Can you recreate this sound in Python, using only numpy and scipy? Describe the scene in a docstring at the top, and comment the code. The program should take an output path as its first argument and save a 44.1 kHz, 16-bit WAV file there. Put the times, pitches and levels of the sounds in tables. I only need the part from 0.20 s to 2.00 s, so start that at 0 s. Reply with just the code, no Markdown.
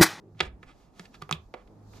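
"""Low room air and the hum of a far-off appliance; then a cat paws at loose cardboard sheets in a box.
Claws catch and snap off the sheets, which crack, flap and thud; pads scrape, fur brushes the card,
and the box rumbles under the cat's weight. Its walls throw each tap straight back and the small room
rings briefly. The cat sits a little to the right of a stereo microphone."""
import sys
import numpy as np
from scipy import signal
from scipy.io import wavfile

SR = 44100
rng = np.random.default_rng(int(sys.argv[2]) if len(sys.argv) > 2 else 0)


def dump_mix(stems):
    """Bounce the given channels to the path in sys.argv[1] as a 16-bit WAV at rate SR."""
    frames = np.atleast_2d(stems).T  # one column per channel
    limited = np.clip(frames, -1, 1)  # hard clip at full scale
    pcm = np.round(limited * 32767).astype(np.int16)
    wavfile.write(sys.argv[1], SR, pcm)


N = 79380
T = np.arange(N) / SR

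# colour of the room air: frequency_hz, density_db
AIR_COLOUR = [(22, -6), (45, 0), (75, -12), (130, -9), (220, -6), (400, -13), (600, -17), (850, -14),
              (1200, -26), (1800, -36), (3000, -42), (6000, -45), (15000, -52)]
# rise and fall of the air: time_s, level_db
AIR_LEVEL = [(0, -59), (0.14, -63), (0.4, -58), (0.68, -60), (0.95, -59), (1.25, -61.5), (1.55, -57),
             (1.8, -56)]
# how alike diffuse sound is on the microphone's two sides: frequency_hz, likeness (0-1)
LIKENESS = [(30, .45), (150, .92), (500, 0.55), (2000, 0.2), (12000, 0.13)]
# partials of the appliance: multiple of HUM_HZ, gain_db
HUM_PARTIALS = [(2, -2.5), (3, -4.5), (4, -3), (5, -13), (6, -8.5), (7, -10.5), (8, -11)]
# swell of the hum: time_s, level_db
HUM_LEVEL = [(0, -74), (0.06, -55.5), (0.14, -53), (0.3, -55), (0.46, -59.5), (0.6, -90), (0.8, -76),
             (1.0, -61), (1.22, -55.5), (1.38, -71.5), (1.56, -55.5), (1.68, -48.5), (1.8, -51.5)]
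# the cat shifts its weight: peak_s, half_length_s, level_db, centre_hz
WEIGHT_SHIFTS = [(0.066, 0.057, -57, 332.5), (0.15, 0.035, -50.5, 130.5), (0.311, 0.026, -56, 165),
                 (0.404, 0.036, -58, 186), (0.913, 0.075, -59.5, 207), (1.043, 0.09, -57.5, 54.5),
                 (1.503, 0.055, -62, 408), (1.741, 0.042, -51.5, 55), (1.76, 0.031, -64, 270)]
# colour of fur on card: frequency_hz, density_db
FUR_COLOUR = [(900, 10.5), (2000, -13), (3300, -9.5), (5000, 8), (6500, -1), (8500, -17), (12000, -6.5),
              (15000, -11)]
# rise and fall of the brushing: time_s, level_db
FUR_LEVEL = [(0, -95), (0.16, -74.5), (0.38, -93), (0.43, -70), (0.5, -83), (0.6, -68.5), (0.71, -81.5),
             (0.8, -61), (0.9, -69.5), (1.06, -70), (1.28, -74.5), (1.45, -76), (1.62, -77.5), (1.69, -66),
             (1.77, -56), (1.8, -66)]
# claw and sheet-edge taps, each with the two rings of the struck spot: start_s, level_db, spread_s,
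# ring_hz, ring_db, ring_q, second_hz, second_db, low_hz, high_hz, crackle_db, left_over_right_db
TAPS = [(0.1470, -70.5, 0.0018, 1270, 15, 1.5, 2400, 0, 300, 3000, -33, -1),
        (0.1927, -46.5, 0.0012, 3500, 16, 2.7, 1910, 10.5, 300, 4340, -45, 1.5),
        (0.2036, -21, .0005, 2400, 14.5, 2.7, 760, 14, 199.5, 4630, -30, 1.5),
        (0.2065, -20.5, 0.00061, 3550, 9, 7.3, 1740, 8, 194, 4260, -46, -0.5),
        (0.2082, -29.5, 0.00087, 1460, 20, 1.3, 4870, 3, 250.6, 4460, -39, 3),
        (0.4290, -47.5, 0.001, 1840, 19.5, 3.9, 1290, 9.5, 291, 4270, -30, 2),
        (0.7951, -42, 0.00064, 4870, 2.5, 8.2, 1813, 12, 141, 6020, -42, 0),
        (0.7979, -50, 0.00079, 1880, 12, 2.8, 710, 15, 199, 5870, -32, -3),
        (0.8528, -52.5, .0016, 2650, 11, 5.1, 1800, 15, 706, 5950, -27, -2),
        (0.8549, -57, 0.00086, 2300, 4, 2.7, 4600, 19, 900, 5450, -28, 0),
        (0.9415, -50.5, 0.0019, 1400, 10, 2, 2600, 7, 399, 5500, -21, -2),
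        (0.9507, -52.5, .0016, 4000, 16, 5.2, 1630, 21, 400, 6000, -15, 3),
        (1.0170, -41, .0013, 1160, 28, 15, 2620, -4, 198, 5000, -26, 1.5),
        (1.0208, -39.5, 0.00076, 1200, 13.5, 4.5, 4300, 5.5, 140, 5140, -14.5, 4),
        (1.0226, -55, .0005, 1120, 23, 5.3, 1390, 13.5, 300, 5000, -17, 10),
        (1.0319, -53.5, 0.0013, 1140, 7, 2.7, 2200, 1, 250, 3130, -26, 6),
        (1.0919, -40, .0006, 890, 8.5, 1.4, 2480, 3, 252, 2590, -16.5, 4),
        (1.0955, -51, 0.00072, 1080, -7, 2.6, 520, 2, 250, 2030, -27, 4),
        (1.1110, -26, .0003, 1076, 20.5, 4, 6320, 10, 150, 8200, -31, 0.5),
        (1.1254, -24.5, .0004, 3540, 19, 8.2, 2520, 13, 129.6, 6050, -17.5, 1),
        (1.3393, -37, 0.00057, 579, 20, 6.6, 2180, 8.5, 297, 3520, -33.5, 0.5),
        (1.343, -40.5, 0.00084, 886, 18, 4.1, 500, 4, 301.4, 2820, -27, 9),
        (1.474, -65.5, .0012, 2020, 6.5, 1.2, 4200, 3, 301, 4510, -23.5, -5),
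        (1.7330, -57, 0.0018, 1400, 17, 1.06, 2300, 3, 297, 4500, -12, -2)]
# resonances of the sheets: pitch_hz, boost_db, width_hz
CARD_RESONANCES = [(365, 7.5, 45), (500, 12.5, 35), (760, 5, 70), (1168, 8.5, 70), (1549, 3.5, 130),
                   (2184, 4, 50), (2400, 1, 120), (2660, 0.5, 330), (3540, -3.5, 100), (4560, -1.5, 150),
                   (4723, -0.5, 140), (6157, -4, 500)]
# echoes off the box walls: delay_s, gain_db
WALL_ECHOES = [(.0029, -13), (.0047, -16), (.0078, -17)]
# diffuse ring of the box against the direct sound: frequency_hz, gain_db
BOX_RING = [(100, -12), (500, -2.5), (1500, -2.5), (3500, -7), (7000, -14), (14000, -6)]
# diffuse ring of the room against the direct sound: frequency_hz, gain_db
ROOM_RING = [(100, 10.5), (300, -1.5), (700, -6), (1300, -9), (2500, -10), (4000, -12.5), (7000, -12.5),
             (14000, -7)]
# decay of the room: frequency_hz, t60_s
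ROOM_DECAY = [(100, 0.12), (600, 0.23), (2500, 0.2), (6000, 0.13), (14000, 0.11)]
# pads and claws drag over the card: peak_s, rise_s, fall_s, relative_level_db, brightness_hz
SCRAPES = [(0.2, 0.025, .004, -50, 3500), (0.229, 0.0062, 0.012, -32.5, 2960),
           (0.254, .008, 0.02, -37, 2800), (0.432, 0.0043, 0.0094, -44, 2210),
           (0.490, 0.024, 0.037, -47.5, 2920), (0.62, 0.1, 0.079, -61, 4900),
           (0.797, 0.042, 0.058, -51.5, 5250), (0.854, 0.014, 0.014, -50, 4460),
           (0.948, 0.019, 0.024, -51.5, 4500), (1.022, 0.013, 0.026, -53, 3430),
           (1.140, 0.014, 0.012, -44, 5000), (1.375, .012, 0.053, -51, 1800),
           (1.775, 0.029, 0.026, -50, 3960)]
# whole sheets flap under a paw: start_s, level_db, pitch_hz, swell_s, t60_s
FLAPS = [(0.206, -34, 164, 0.0019, 0.13), (0.207, -37.5, 333.7, .002, .1),
         (0.221, -35.5, 74.4, 0.0051, 0.24), (0.267, -30, 59.5, 0.0046, 0.13),
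         (0.333, -33.5, 54.7, 0.0061, 0.11), (0.466, -43.5, 37.44, 0.0049, 0.14),
         (0.796, -35, 177, 0.0046, .11), (1.021, -35.5, 152.4, 0.0037, 0.11),
         (1.113, -24.5, 158, 0.0022, 0.046), (1.1265, -26.5, 158.7, 0.0012, 0.11),
         (1.152, -38.5, 76.5, 0.014, 0.29), (1.255, -37.5, 41, 0.014, 0.13),
         (1.341, -45.5, 365, 0.0014, 0.13), (1.342, -40.5, 234, 0.0017, 0.051),
         (1.455, -40, 46, .008, 0.087)]

HUM_HZ, HUM_WAVER_DB = 51.74, 5
OVERTONE_SHARE, OVERTONE_PIVOT_DB = .49, -71.5  # overtones follow this share of the swell about the pivot
FOLD_REFLECTION = .55  # share of a wave turned back at each fold
CRACKLE_S, CRACKLE_LOW_HZ = .002, 7000
BOX_ONSET_S, BOX_T60_S, ROOM_ONSET_S = .00091, .025, .012
SLIPS_PER_S, SLIP_SPREAD_DB, SCRAPE_LOW_HZ, SCRAPE_GAIN_DB = 8000, 1.5, 600, -11
MIC_TOP_HZ, MIC_STOP_HZ = 13600, 16400


def from_db(db):
    """Decibels to gain."""
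    return 10 ** (np.asarray(db) / 20)


def rms_one(x):
    """Scale to rms 1."""
    return x / np.sqrt(np.mean(x ** 2) + 1e-20)


def in_time(rows):
    """Read a table at every sample."""
    return np.interp(T, *np.transpose(rows))


def at_hz(rows, hz):
    """Read a table on a log-frequency axis."""
    frequencies, values = np.transpose(rows)
    return np.interp(np.log(hz), np.log(frequencies), values)


def cut(x, hz, kind, order=2):
    """Butterworth filter."""
    sections = signal.butter(order, np.clip(hz, 10, .45 * SR), kind, fs=SR, output="sos")
    return signal.sosfilt(sections, x + 1e-18)


def bell(x, hz, db, q):
    """Lift or dip the band around hz by db."""
    b, a = signal.iirpeak(hz, q, fs=SR)
    return x + (from_db(db) - 1) * signal.lfilter(b, a, x + 1e-18)


def drift(rate_hz):
    """A random wander of spread about 1; it holds still after 200 points."""
    return np.interp(T * rate_hz, np.arange(200), rng.standard_normal(200))


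def add(track, start_s, sound):
    """Lay a sound on a track."""
    i = round(start_s * SR)
    track[..., i:i + sound.shape[-1]] += sound[..., :N - i]


def dying(t, t60_s):
    """A decay of unit energy."""
    decay = from_db(-60 * t / t60_s)
    return decay / np.sqrt(np.sum(decay ** 2))


def noise_bands(size):
    """Half-octave bands of stereo noise, alike in the bass and less so in the treble: (hz, band)."""
    edges = 20 * 2 ** np.arange(0, 10.1, .5)
    white = rng.standard_normal((2, 2, size + SR // 10))
    for k, (low, high) in enumerate(zip(edges, edges[1:])):
        hz = np.sqrt(low * high)
        mid, side = cut(white[k % 2], [low, high], "band")[:, -size:]
        alike = at_hz(LIKENESS, hz)
        yield hz, (np.sqrt(1 + alike) * mid + np.sqrt(1 - alike) * side * [[1], [-1]]) / np.sqrt(2)


def wash(colour, flicker_db, rate_hz):
    """Coloured noise whose bands flicker; rms 1."""
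    return rms_one(sum(band * from_db(at_hz(colour, hz) + flicker_db * drift(rate_hz))
                       for hz, band in noise_bands(N)))


def room_air():
    """Room tone: a low, gently wavering rush around the microphone."""
    return from_db(in_time(AIR_LEVEL)) * wash(AIR_COLOUR, flicker_db=1, rate_hz=36)


def appliance_hum():
    """Far off, a low motor tone swells and fades; its overtones waver and follow in part."""
    out, level_db = 0, in_time(HUM_LEVEL)
    overtone_db = OVERTONE_PIVOT_DB + OVERTONE_SHARE * (level_db - OVERTONE_PIVOT_DB)
    for k, (multiple, db) in enumerate(HUM_PARTIALS):
        swell_db = level_db if k == 0 else overtone_db + HUM_WAVER_DB * drift(rate_hz=7)
        phase = 2 * np.pi * (multiple * HUM_HZ * T + rng.random()) + .52 * drift(rate_hz=7)
        out += np.sqrt(2) * from_db(db + swell_db) * np.sin(phase)
    return out


def weight_shifts():
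    """Soft low swells as the box takes the cat's weight."""
    out = np.zeros(N)
    for peak_s, half_s, db, hz in WEIGHT_SHIFTS:
        rumble = rms_one(cut(rng.standard_normal(N), [.77 * hz, 1.3 * hz], "band"))
        out += from_db(db) * np.exp(-((T - peak_s) / half_s) ** 2) * rumble
    return out


def fur_brush():
    """Fur brushes the card with a faint, flickering hiss."""
    return from_db(in_time(FUR_LEVEL)) * wash(FUR_COLOUR, flicker_db=1.2, rate_hz=140)


def fold_scatter(x, spread_s):
    """Waves bounce between the folds of a sheet: all-pass delays smear a push into a short crunch."""
    for lag_s in spread_s * np.array([.27, .61, 1]):
        feedback = np.r_[1, np.zeros(int(lag_s * SR)), FOLD_REFLECTION]
        x = signal.lfilter(feedback[::-1], feedback, x)
    return x


def claw_taps():
    """A sharp push is smeared by the sheet and rings the spot it hits; crushed fibres crackle."""
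    out, size = np.zeros((2, N)), SR // 20
    over_5_ms = np.sqrt(.005 * SR / size)  # a tap's level counts its energy as if packed into 5 ms
    for (start_s, db, spread_s, ring_hz, ring_db, ring_q, second_hz, second_db,
         low_hz, high_hz, crackle_db, pan_db) in TAPS:
        push = fold_scatter(signal.unit_impulse(size), spread_s)
        push = cut(cut(push, high_hz, "low", order=3), low_hz, "high")
        tap = bell(push, ring_hz, ring_db, ring_q)
        tap = rms_one(bell(tap, second_hz, second_db, q=12))
        burst = rng.standard_normal((2, size)) * np.exp(-T[:size] / CRACKLE_S)
        crackle = from_db(crackle_db) * rms_one(cut(burst, CRACKLE_LOW_HZ, "high"))
        side_gains = from_db([[db + pan_db / 2], [db - pan_db / 2]])
        add(out, start_s, over_5_ms * (tap + crackle) * side_gains)
    return out


def cardboard_box(x):
    """The sheets resonate, then the box walls send back echoes that have lost their treble."""
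    for hz, boost_db, width_hz in CARD_RESONANCES:
        x = bell(x, hz, boost_db, q=hz / width_hz)
    out, dull = x.copy(), cut(x, 5000, "low")
    for delay_s, db in WALL_ECHOES:
        add(out, delay_s, dull * from_db(db))
    return out


def box_and_room_ring(x):
    """Diffuse sound at the microphone: the quick ring of the box and the longer one of the room."""
    t, tail = T[:SR // 2], 0
    box_envelope = dying(t, BOX_T60_S) * (1 - np.exp(-t / BOX_ONSET_S))
    room_onset = 1 - np.exp(-(t / ROOM_ONSET_S) ** 2)
    for hz, band in noise_bands(len(t)):
        box = from_db(at_hz(BOX_RING, hz)) * box_envelope
        room = from_db(at_hz(ROOM_RING, hz)) * dying(t, at_hz(ROOM_DECAY, hz)) * room_onset
        tail += band * (box + room)
    return signal.fftconvolve(x.mean(axis=0)[None], tail, axes=1)[:, :N]


def pad_scrapes():
    """Pads and claws drag over the card in dense, tiny slips of uneven strength."""
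    out = np.zeros(N)
    for peak_s, rise_s, fall_s, db, bright_hz in SCRAPES:
        slips = (rng.random(N) < SLIPS_PER_S / SR) * rng.choice([-1, 1], N)
        strength = from_db(SLIP_SPREAD_DB * np.minimum(rng.exponential(1, N), 4))
        friction = cut(cut(slips * strength, bright_hz, "low"), SCRAPE_LOW_HZ, "high")
        stroke = np.exp(-((T - peak_s) / np.where(T < peak_s, rise_s, fall_s)) ** 2)
        out += from_db(db + SCRAPE_GAIN_DB) * stroke * rms_one(friction)
    return out


def sheet_flaps():
    """A pressed sheet swings a few low cycles and dies away."""
    out, t = np.zeros(N), T[:SR // 2]
    for start_s, db, hz, swell_s, t60_s in FLAPS:
        envelope = from_db(db - 60 * t / t60_s) * (1 - np.exp(-t / swell_s))
        add(out, start_s, envelope * np.sin(2 * np.pi * hz * t))
    return out


def scene():
    """Paws in the box over the room tone, as heard from the microphone's position."""
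    card = cardboard_box(claw_taps() + pad_scrapes())
    left, right = card + box_and_room_ring(card)
    left = bell(left, hz=1000, db=-11.5, q=.58)  # a flap of the box shades the left side
    paws = np.array([left, np.roll(right, 1)])  # the right side lags one sample
    mix = paws + sheet_flaps() + fur_brush() + room_air() + weight_shifts() + appliance_hum()
    return mix * from_db([[-.7], [.7]])  # the image leans right, where the cat sits


def record(dry):
    """The microphone dulls at the very top, then the band ends."""
    dulled = cut(dry, MIC_TOP_HZ, "low", order=3)
    band_edge = signal.cheby2(12, 70, MIC_STOP_HZ, fs=SR, output="sos")
    return signal.sosfilt(band_edge, dulled)


dry = scene()
out = record(dry)
dump_mix(out)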